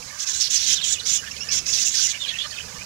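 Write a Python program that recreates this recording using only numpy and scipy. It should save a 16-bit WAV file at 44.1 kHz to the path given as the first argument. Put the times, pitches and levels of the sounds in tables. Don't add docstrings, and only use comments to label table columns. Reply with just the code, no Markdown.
import sys
import numpy as np
from scipy import signal
from scipy.fft import rfft, irfft
from scipy.io import wavfile
from scipy.ndimage import uniform_filter1d

SR = 44100
rng = np.random.default_rng(int(sys.argv[2]) if len(sys.argv) > 2 else 0)


def invert_db(x):
    u = np.asarray(x, float) / 20
    return 10 ** u


def inscribe(sig):
    pcm = np.round(np.clip(np.atleast_2d(sig).T, -1, 1) * 32767)
    wavfile.write(sys.argv[1], SR, pcm.astype(np.int16))


N = 125685

# (frequency [Hz], level [dB per Hz])
HUM_SPECTRUM = [(12, -43), (20, -24), (60, -1.5), (108, -0.5), (183, -1.5), (363, -13.5), (476, -3.5),
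                (755, -12), (900, -62), (1170, -7.5), (1980, -120)]
# (time [s], level [dB])
HUM_SWELL = [(0, -47.5), (.12, -52), (.25, -58), (.32, -50), (0.499, -52.5), (.8, -48.5), (1.2, -46.5),
             (1.3, -50), (1.58, -44.5), (1.7, -46.5), (2.0, -51.5), (2.3, -50), (2.85, -47.5)]
# (frequency [Hz], likeness [0-1])
HUM_COHERENCE = [(30, .9), (90, .95), (160, .92), (300, .85), (650, .8)]
# (frequency [Hz], width [Hz])
MOTOR_TONES = [(73, 5.3), (111, 10.4), (480, 26)]
# (frequency [Hz], level [dB per Hz])
HAZE_SPECTRUM = [(400, -50), (700, -10), (1000, -2.5), (1600, -9.5), (3500, -11.5), (5000, -2), (6800, -2),
                 (8000, -12.5), (15500, -26), (16000, -90)]
# (start [s], length [s], level [dB], first resonance [Hz], last resonance [Hz])
CHATTERS = [(2, 0.033, -27, 3500, 3300), (2.273, 0.033, -25, 4000, 3600), (2.298, 0.026, -26.5, 3700, 3040),
            (2.1, 0.032, -29.5, 3400, 3700), (2.395, 0.046, -23.5, 3200, 3640),
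            (2.427, 0.04, -31.5, 3260, 3200), (1.36, .025, -34.5, 5300, 3800),
            (2.555, .07, -34, 3170, 3000), (1.362, 0.016, -35.5, 3300, 2800), (2.25, .07, -33, 2670, 2600),
            (2.435, 0.041, -34.5, 1660, 1260), (2.722, 0.016, -46, 2600, 2400),
            (2.435, 0.047, -35.5, 4300, 4100), (1.255, .035, -37.5, 3100, 2800),
            (1.5, 0.044, -37, 5200, 5500), (1.478, 0.046, -33, 5000, 5000), (.99, .035, -37, 3900, 3000),
            (2.345, 0.039, -34.5, 2700, 2800), (.05, .3, -48.5, 1130, 1280),
            (2.116, 0.072, -34, 2100, 2640), (0.066, 0.11, -42.5, 2200, 1300),
            (1.5, 0.054, -33, 2400, 2150), (1.421, 0.15, -41.5, 1940, 1500)]
# (start [s], length [s], level [dB], first pitch [Hz], last pitch [Hz])
WHISTLE_CALLS = [(0.747, 0.059, -21.5, 3980, 3200), (0.778, 0.052, -29, 3430, 2000),
                 (.795, .03, -26, 3510, 3800), (.81, 0.03, -25, 4450, 3240),
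                 (0.819, 0.045, -23, 3400, 2950), (0.921, 0.048, -24, 4350, 2480),
                 (0.954, 0.028, -34, 2700, 2350), (0.979, 0.019, -33.5, 2790, 3170),
                 (0.99, 0.03, -26, 4450, 2890), (1.023, 0.034, -33.5, 4200, 4830),
                 (1.174, 0.037, -33.5, 2956, 2916), (2.14, 0.024, -28.5, 2770, 2960),
                 (2.192, .052, -24, 3744, 3416), (2.229, 0.033, -23.5, 3550, 2890),
                 (2.247, 0.038, -30.5, 4400, 3660), (2.281, 0.021, -30, 4350, 4390),
                 (2.278, 0.025, -22.5, 3250, 3344), (2.33, 0.042, -28, 2630, 2760),
                 (2.383, 0.022, -20.5, 3414, 3060), (2.401, 0.061, -36, 4900, 3870),
                 (2.459, .018, -36, 5370, 5340), (2.505, 0.019, -28.5, 4500, 4440),
                 (2.525, 0.023, -35, 3300, 3050), (2.537, 0.019, -37, 2600, 2420),
                 (2.545, 0.017, -36, 4640, 4300), (2.559, 0.016, -30.5, 3690, 3580),
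                 (2.57, 0.034, -29, 2580, 2644), (2.6, 0.019, -30.5, 2960, 3050),
                 (2.805, .025, -33.5, 2376, 2560), (.074, 0.023, -37.5, 4280, 3670),
                 (.68, 0.086, -28, 3093, 3190), (2.028, 0.037, -26, 3520, 2480),
                 (0.319, 0.084, -34, 3990, 4090), (0.914, 0.046, -25.5, 7160, 6940),
                 (.262, .05, -27, 6540, 6530), (2.01, .035, -21.5, 7070, 7100)]
# (start [s], length [s], level [dB], first pitch [Hz], last pitch [Hz])
MURMUR_CALLS = [(0.202, 0.028, -41, 1650, 1640), (0.279, 0.05, -37.5, 1676, 1690),
                (1.009, 0.025, -39, 1420, 1620), (1.218, 0.05, -33, 1505, 1730),
                (1.26, .035, -34.5, 1847, 1680), (1.332, 0.025, -37, 2276, 2360),
                (1.375, 0.017, -36.5, 2380, 2600), (1.937, 0.018, -32.5, 1757, 1790),
                (1.981, 0.033, -35.5, 1533, 1550), (2.062, 0.04, -34.5, 2050, 2060),
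                (2.302, 0.052, -35.5, 1932, 1755), (2.358, 0.02, -35.5, 1865, 1850),
                (2.508, 0.041, -40, 1870, 1710), (2.549, .026, -41.5, 1252, 1650),
                (2.591, 0.018, -41, 1750, 1600), (2.677, .02, -41.5, 1735, 1600),
                (2.707, .018, -43, 1590, 1590), (2.75, 0.028, -46, 1110, 1250)]
# (start [s], length [s], level [dB], beak resonance [Hz], throat share [dB])
SQUAWK_CALLS = [(0.181, 0.073, -24.5, 6020, -12), (0.256, 0.081, -22.5, 6000, -8),
                (0.322, 0.11, -22, 6600, -7.5), (0.395, 0.048, -14, 5750, -15),
                (0.424, 0.067, -21, 4970, -7), (0.492, 0.084, -16.5, 6270, -9),
                (0.54, 0.057, -17, 5340, -13), (0.574, 0.096, -20.5, 5670, -3.5),
                (0.65, 0.11, -15.5, 5955, -6), (0.75, 0.037, -23, 4750, -15),
                (0.828, 0.12, -18.5, 6670, -7), (0.917, 0.036, -20.5, 6240, -34),
                (1.048, 0.14, -16.5, 6140, -9), (1.504, 0.082, -18, 5830, -13.5),
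                (1.567, 0.033, -20.5, 6050, -7.5), (1.652, 0.085, -22, 5920, -13.5),
                (1.719, 0.13, -17, 5820, -10.5), (1.838, 0.071, -16.5, 6200, -11.5),
                (1.894, 0.077, -22.5, 6380, -7.5), (1.933, 0.095, -16.5, 5400, -10),
                (2.004, 0.083, -18, 6030, -10), (2.071, 0.064, -22.5, 6160, -5.5)]
STRAND_RATIOS = [.84, .93, 1.02, 1.11]
# (start [s], length [s], level [dB], first pitch [Hz], last pitch [Hz])
PEEP_CALLS = [
    (1.308, 0.02, -27, 2720, 2770),
    (1.395, 0.05, -25.5, 2560, 2973),
    (1.479, 0.038, -26, 2440, 2890),
    (1.568, 0.042, -29, 2554, 2754),
    (1.652, 0.061, -28, 2490, 2726),
    (1.767, 0.04, -26.5, 2590, 2760),
    (1.861, 0.031, -25.5, 2640, 2760),
]
# (frequency [Hz], level [dB])
COVER_LOSS = [(60, -4), (130, -5), (290, -16), (640, -19.5), (1410, -35), (3100, -36.5), (6820, -102),
              (15000, -101)]
# (frequency [Hz], lead [radians])
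COVER_PHASE = [(0, 0.5), (430, -1.47), (4130, -4), (7320, -12), (11900, -16.2), (15500, -39.7)]

MOTOR_DB = -9
HAZE_DB, HAZE_PATCH_DB, FAR_DB, FAR_PER_S = -41.5, 2, -46, 45
DUCK_DB, DUCK_HZ = -8, 1400
ROOM_DB, ROOM_T60_S = -8, .12
RISE_S, FALL_S = .019, .018
CHATTER_HZ, CHATTER_WIDTH_HZ = 540, 800
CHATTER_ROUGH, CHATTER_JITTER, CHATTER_SAG = .22, .04, .5
OCTAVE_DB, PEEP_OCTAVE_DB, OCTAVE_TOP_HZ = -16, 5, 10000
BEND, FUZZ, FUZZ_HZ, SIDE_DB, GLIDE_FADE_DB = 1.2, .46, 270, -14, -9
PULSE_HZ, JITTER, HARSH, SURGE_DB = 555.2, .3, .86, 1.2
BEAK_WIDTH_HZ, BEAK_WANDER, BEAK_ARCH = 2000, .025, .076
THROAT_HZ, THROAT_WIDTH_HZ, THROAT_WANDER = 4200, 2160, .04
STRAND_WIDTH_HZ, STRAND_WANDER, STRAND_DB, STRAND_SURGE_DB = 300, .012, -11, 3
EDGE_HZ, EDGE_ORDER, AIR_DB = 7650, 10, -21
SELF_NOISE_DB, TOP_HZ, LIMIT = -86, 15830, .8


def read(points, hz):
    f, value = np.transpose(points)
    return np.interp(np.log(hz + 1), np.log(f + 1), value)


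def evened(x):
    return x / np.sqrt(np.mean(x ** 2) + 1e-20)


def add(mix, s, sound):
    part = mix[round(s * SR):][:len(sound)]
    part += sound[:len(part)]


def drift(length, hz):
    span = max(int(SR / hz), 2)
    noise = rng.standard_normal(length)
    return evened(uniform_filter1d(uniform_filter1d(noise, span), span))


def passed(x, hz, kind):
    sos = signal.butter(EDGE_ORDER // np.size(hz), hz, kind, fs=SR, output="sos")
    return signal.sosfilt(sos, x)


def resonate(x, hz, width_hz):
    turn = np.exp(2j * np.pi * np.cumsum(hz * np.ones(len(x))) / SR)
    r = np.exp(-np.pi * width_hz / SR)
    return 2 * (turn * signal.lfilter([(1 - r) ** 2], [1, -2 * r, r * r], x / turn)).real


def shape(length):
    t = np.arange(0, length, 1 / SR)
    rise = t / min(RISE_S, length / 3)
    fall = (length - t) / min(FALL_S, length / 3)
    ramp = np.clip(np.minimum(rise, fall), 0, 1)
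    return t / length, np.sin(np.pi / 2 * ramp) ** 2


def buzz(length, hz, jitter, rough):
    turns = np.cumsum(hz * np.exp(jitter * drift(length, 400))) / SR
    pulses = np.diff(np.floor(turns), prepend=0) * invert_db(3 * drift(length, 300))
    puffs = (.35 + np.exp(-(turns % 1) / .35)) * rng.standard_normal(length)
    return (1 - rough) * evened(pulses - pulses.mean()) + rough * evened(puffs)


def wash(spectrum, same, patchy_db, count):
    frames, hz = N // 256 + 5, np.fft.rfftfreq(1024, 1 / SR)
    a, b, c, d, patches = rng.standard_normal((frames, 513, 5)).T
    patches = evened(uniform_filter1d(uniform_filter1d(patches, count, 0), size=5, axis=1))
    like = np.clip(read(same, hz), -1, 1)[:, None]
    right = a + 1j * b
    left = like * right + np.sqrt(1 - like ** 2) * (c + 1j * d)
    inside = (hz >= spectrum[1][0]) * np.minimum(1, (spectrum[-2][0] / (hz + 1)) ** 3)
    level_db = read(spectrum[1:-1], hz)[:, None] + patchy_db * patches
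    z = np.array([left, right]) * invert_db(level_db) * inside[:, None]
    return evened(signal.istft(z, nperseg=1024, noverlap=768)[1][:, :N])


def room(x):
    t = np.arange(SR // 4) / SR
    tail = rng.standard_normal((2, len(t))) * invert_db(-60 * t / ROOM_T60_S) * (t > .002)
    return signal.fftconvolve(x[None], tail / np.linalg.norm(tail[0]), axes=1)[:, :N]


def room_hum():
    motor = sum(evened(resonate(rng.standard_normal(N), hz, width)) * 60 / hz
                for hz, width in MOTOR_TONES)
    hum = wash(HUM_SPECTRUM, HUM_COHERENCE, 3.0, count=3) + invert_db(MOTOR_DB) * motor
    swell_db = np.interp(np.arange(N) / SR, *np.transpose(HUM_SWELL))
    return invert_db(3.0 + swell_db) * hum


def far_flock():
    out = np.zeros(N)
    for when, long, loud, pitch, glide in rng.random((round(FAR_PER_S * N / SR), 5)):
        hz = 1200 * 3 ** pitch ** 2
        last_hz = hz * (0.757 + 0.422 * glide)
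        add(out, *whistle(when * N / SR, 0.01 + 0.017 * long, FAR_DB + 8 * loud, hz, last_hz, OCTAVE_DB))
    return out


def bird_haze(busy):
    haze = invert_db(HAZE_DB + 7.0) * wash(HAZE_SPECTRUM, [(1, 0), (2, 0)], HAZE_PATCH_DB, count=5)
    haze = haze + room(far_flock()) + [[0], [1]] * far_flock()
    low = invert_db(DUCK_DB * busy) * passed(haze, DUCK_HZ, "lowpass")
    return passed(haze, DUCK_HZ, "highpass") + low


def chatter(start, length, level_db, first_hz, last_hz):
    u, env = shape(length)
    pulse_hz = CHATTER_HZ * (1 + CHATTER_SAG * (u - u * u - u ** 3 / 3))
    drive = buzz(len(u), pulse_hz, CHATTER_JITTER, CHATTER_ROUGH)
    voiced = resonate(drive, first_hz + (last_hz - first_hz) * u, CHATTER_WIDTH_HZ)
    return start, invert_db(level_db) * env * evened(voiced)


def whistle(start, length, level_db, first_hz, last_hz, octave_db):
    u, env = shape(length)
    hz = (first_hz + (last_hz - first_hz) * u ** BEND) * (1 + 0.011 * drift(len(u), 400))
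    turn = 2 * np.pi * np.cumsum(hz) / SR
    wander = (drift(len(u), FUZZ_HZ) + 1j * drift(len(u), FUZZ_HZ)) / 2 ** .5
    flutter = (1 - FUZZ) + FUZZ * wander
    flutter = flutter * (1 + 2 * invert_db(SIDE_DB) * np.cos(turn / 6))
    octave = (2 * hz < OCTAVE_TOP_HZ + 2000) * invert_db(octave_db) * np.exp(2j * turn)
    tone = (flutter * (np.exp(1j * turn) + octave)).real
    fade_db = GLIDE_FADE_DB * np.log2(first_hz / np.minimum(hz, first_hz))
    return start, invert_db(level_db + fade_db) * env * evened(tone)


def squawk(start, length, level_db, beak_hz, throat_db):
    u, env = shape(length)
    drive = buzz(len(u), PULSE_HZ, JITTER, HARSH)
    beak_hz = beak_hz * (1 + BEAK_ARCH * (np.sin(np.pi * u ** 1.67) - .5))
    beak = evened(resonate(drive, beak_hz * (1 + BEAK_WANDER * drift(len(u), 73)), BEAK_WIDTH_HZ))
    strands = 0
    for hz, db in [(beak_hz, 0), (THROAT_HZ, throat_db)]:
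        for ratio in STRAND_RATIOS:
            flare = invert_db(STRAND_DB + db + STRAND_SURGE_DB * drift(len(u), 42))
            strand_hz = hz * ratio * (1 + STRAND_WANDER * drift(len(u), 65))
            strands = strands + flare * evened(resonate(drive, strand_hz, STRAND_WIDTH_HZ))
    throat = resonate(drive, THROAT_HZ * (1 + THROAT_WANDER * drift(len(u), 35)), THROAT_WIDTH_HZ)
    body = beak + strands + env * invert_db(throat_db) * evened(throat)
    body = passed(body, [1500, EDGE_HZ], "bandpass")
    air = passed(resonate(drive, 7600, 10300), EDGE_HZ, "highpass")
    surge = invert_db(level_db + SURGE_DB * drift(len(u), 27))
    return start, surge * env * (evened(body) + env * invert_db(AIR_DB) * evened(air))


def scene():
    birds = np.zeros(N)
    for row in CHATTERS:
        add(birds, *chatter(*row))
    for row in WHISTLE_CALLS + MURMUR_CALLS:
        add(birds, *whistle(*row, OCTAVE_DB))
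    for row in SQUAWK_CALLS:
        add(birds, *squawk(*row))
    for row in PEEP_CALLS:
        add(birds, *whistle(*row, PEEP_OCTAVE_DB))
    power = uniform_filter1d(passed(birds, 4500, "lowpass") ** 2, 3000)
    busy = np.tanh(np.sqrt(abs(power)) / .015)
    wet = room(birds)
    near = np.array([wet[0], birds + invert_db(ROOM_DB) * wet[1]])
    return near + room_hum() + bird_haze(busy)


def low_pass(x):
    return signal.sosfilt(signal.butter(12, 15970, fs=SR, output="sos"), x)


def record(dry):
    hz = np.fft.rfftfreq(N, 1 / SR)
    x = dry + invert_db(SELF_NOISE_DB) * rng.standard_normal((2, N)) / [[.02], [1]]
    gain = invert_db([read(COVER_LOSS, hz), 0 * hz])
    phase = np.exp(1j * np.array([read(COVER_PHASE, hz), 0 * hz]))
    x = irfft(rfft(x) * gain * phase * (hz < TOP_HZ), N)
    return low_pass(LIMIT * np.tanh(x / LIMIT))


dry = scene()
out = record(dry)
inscribe(out)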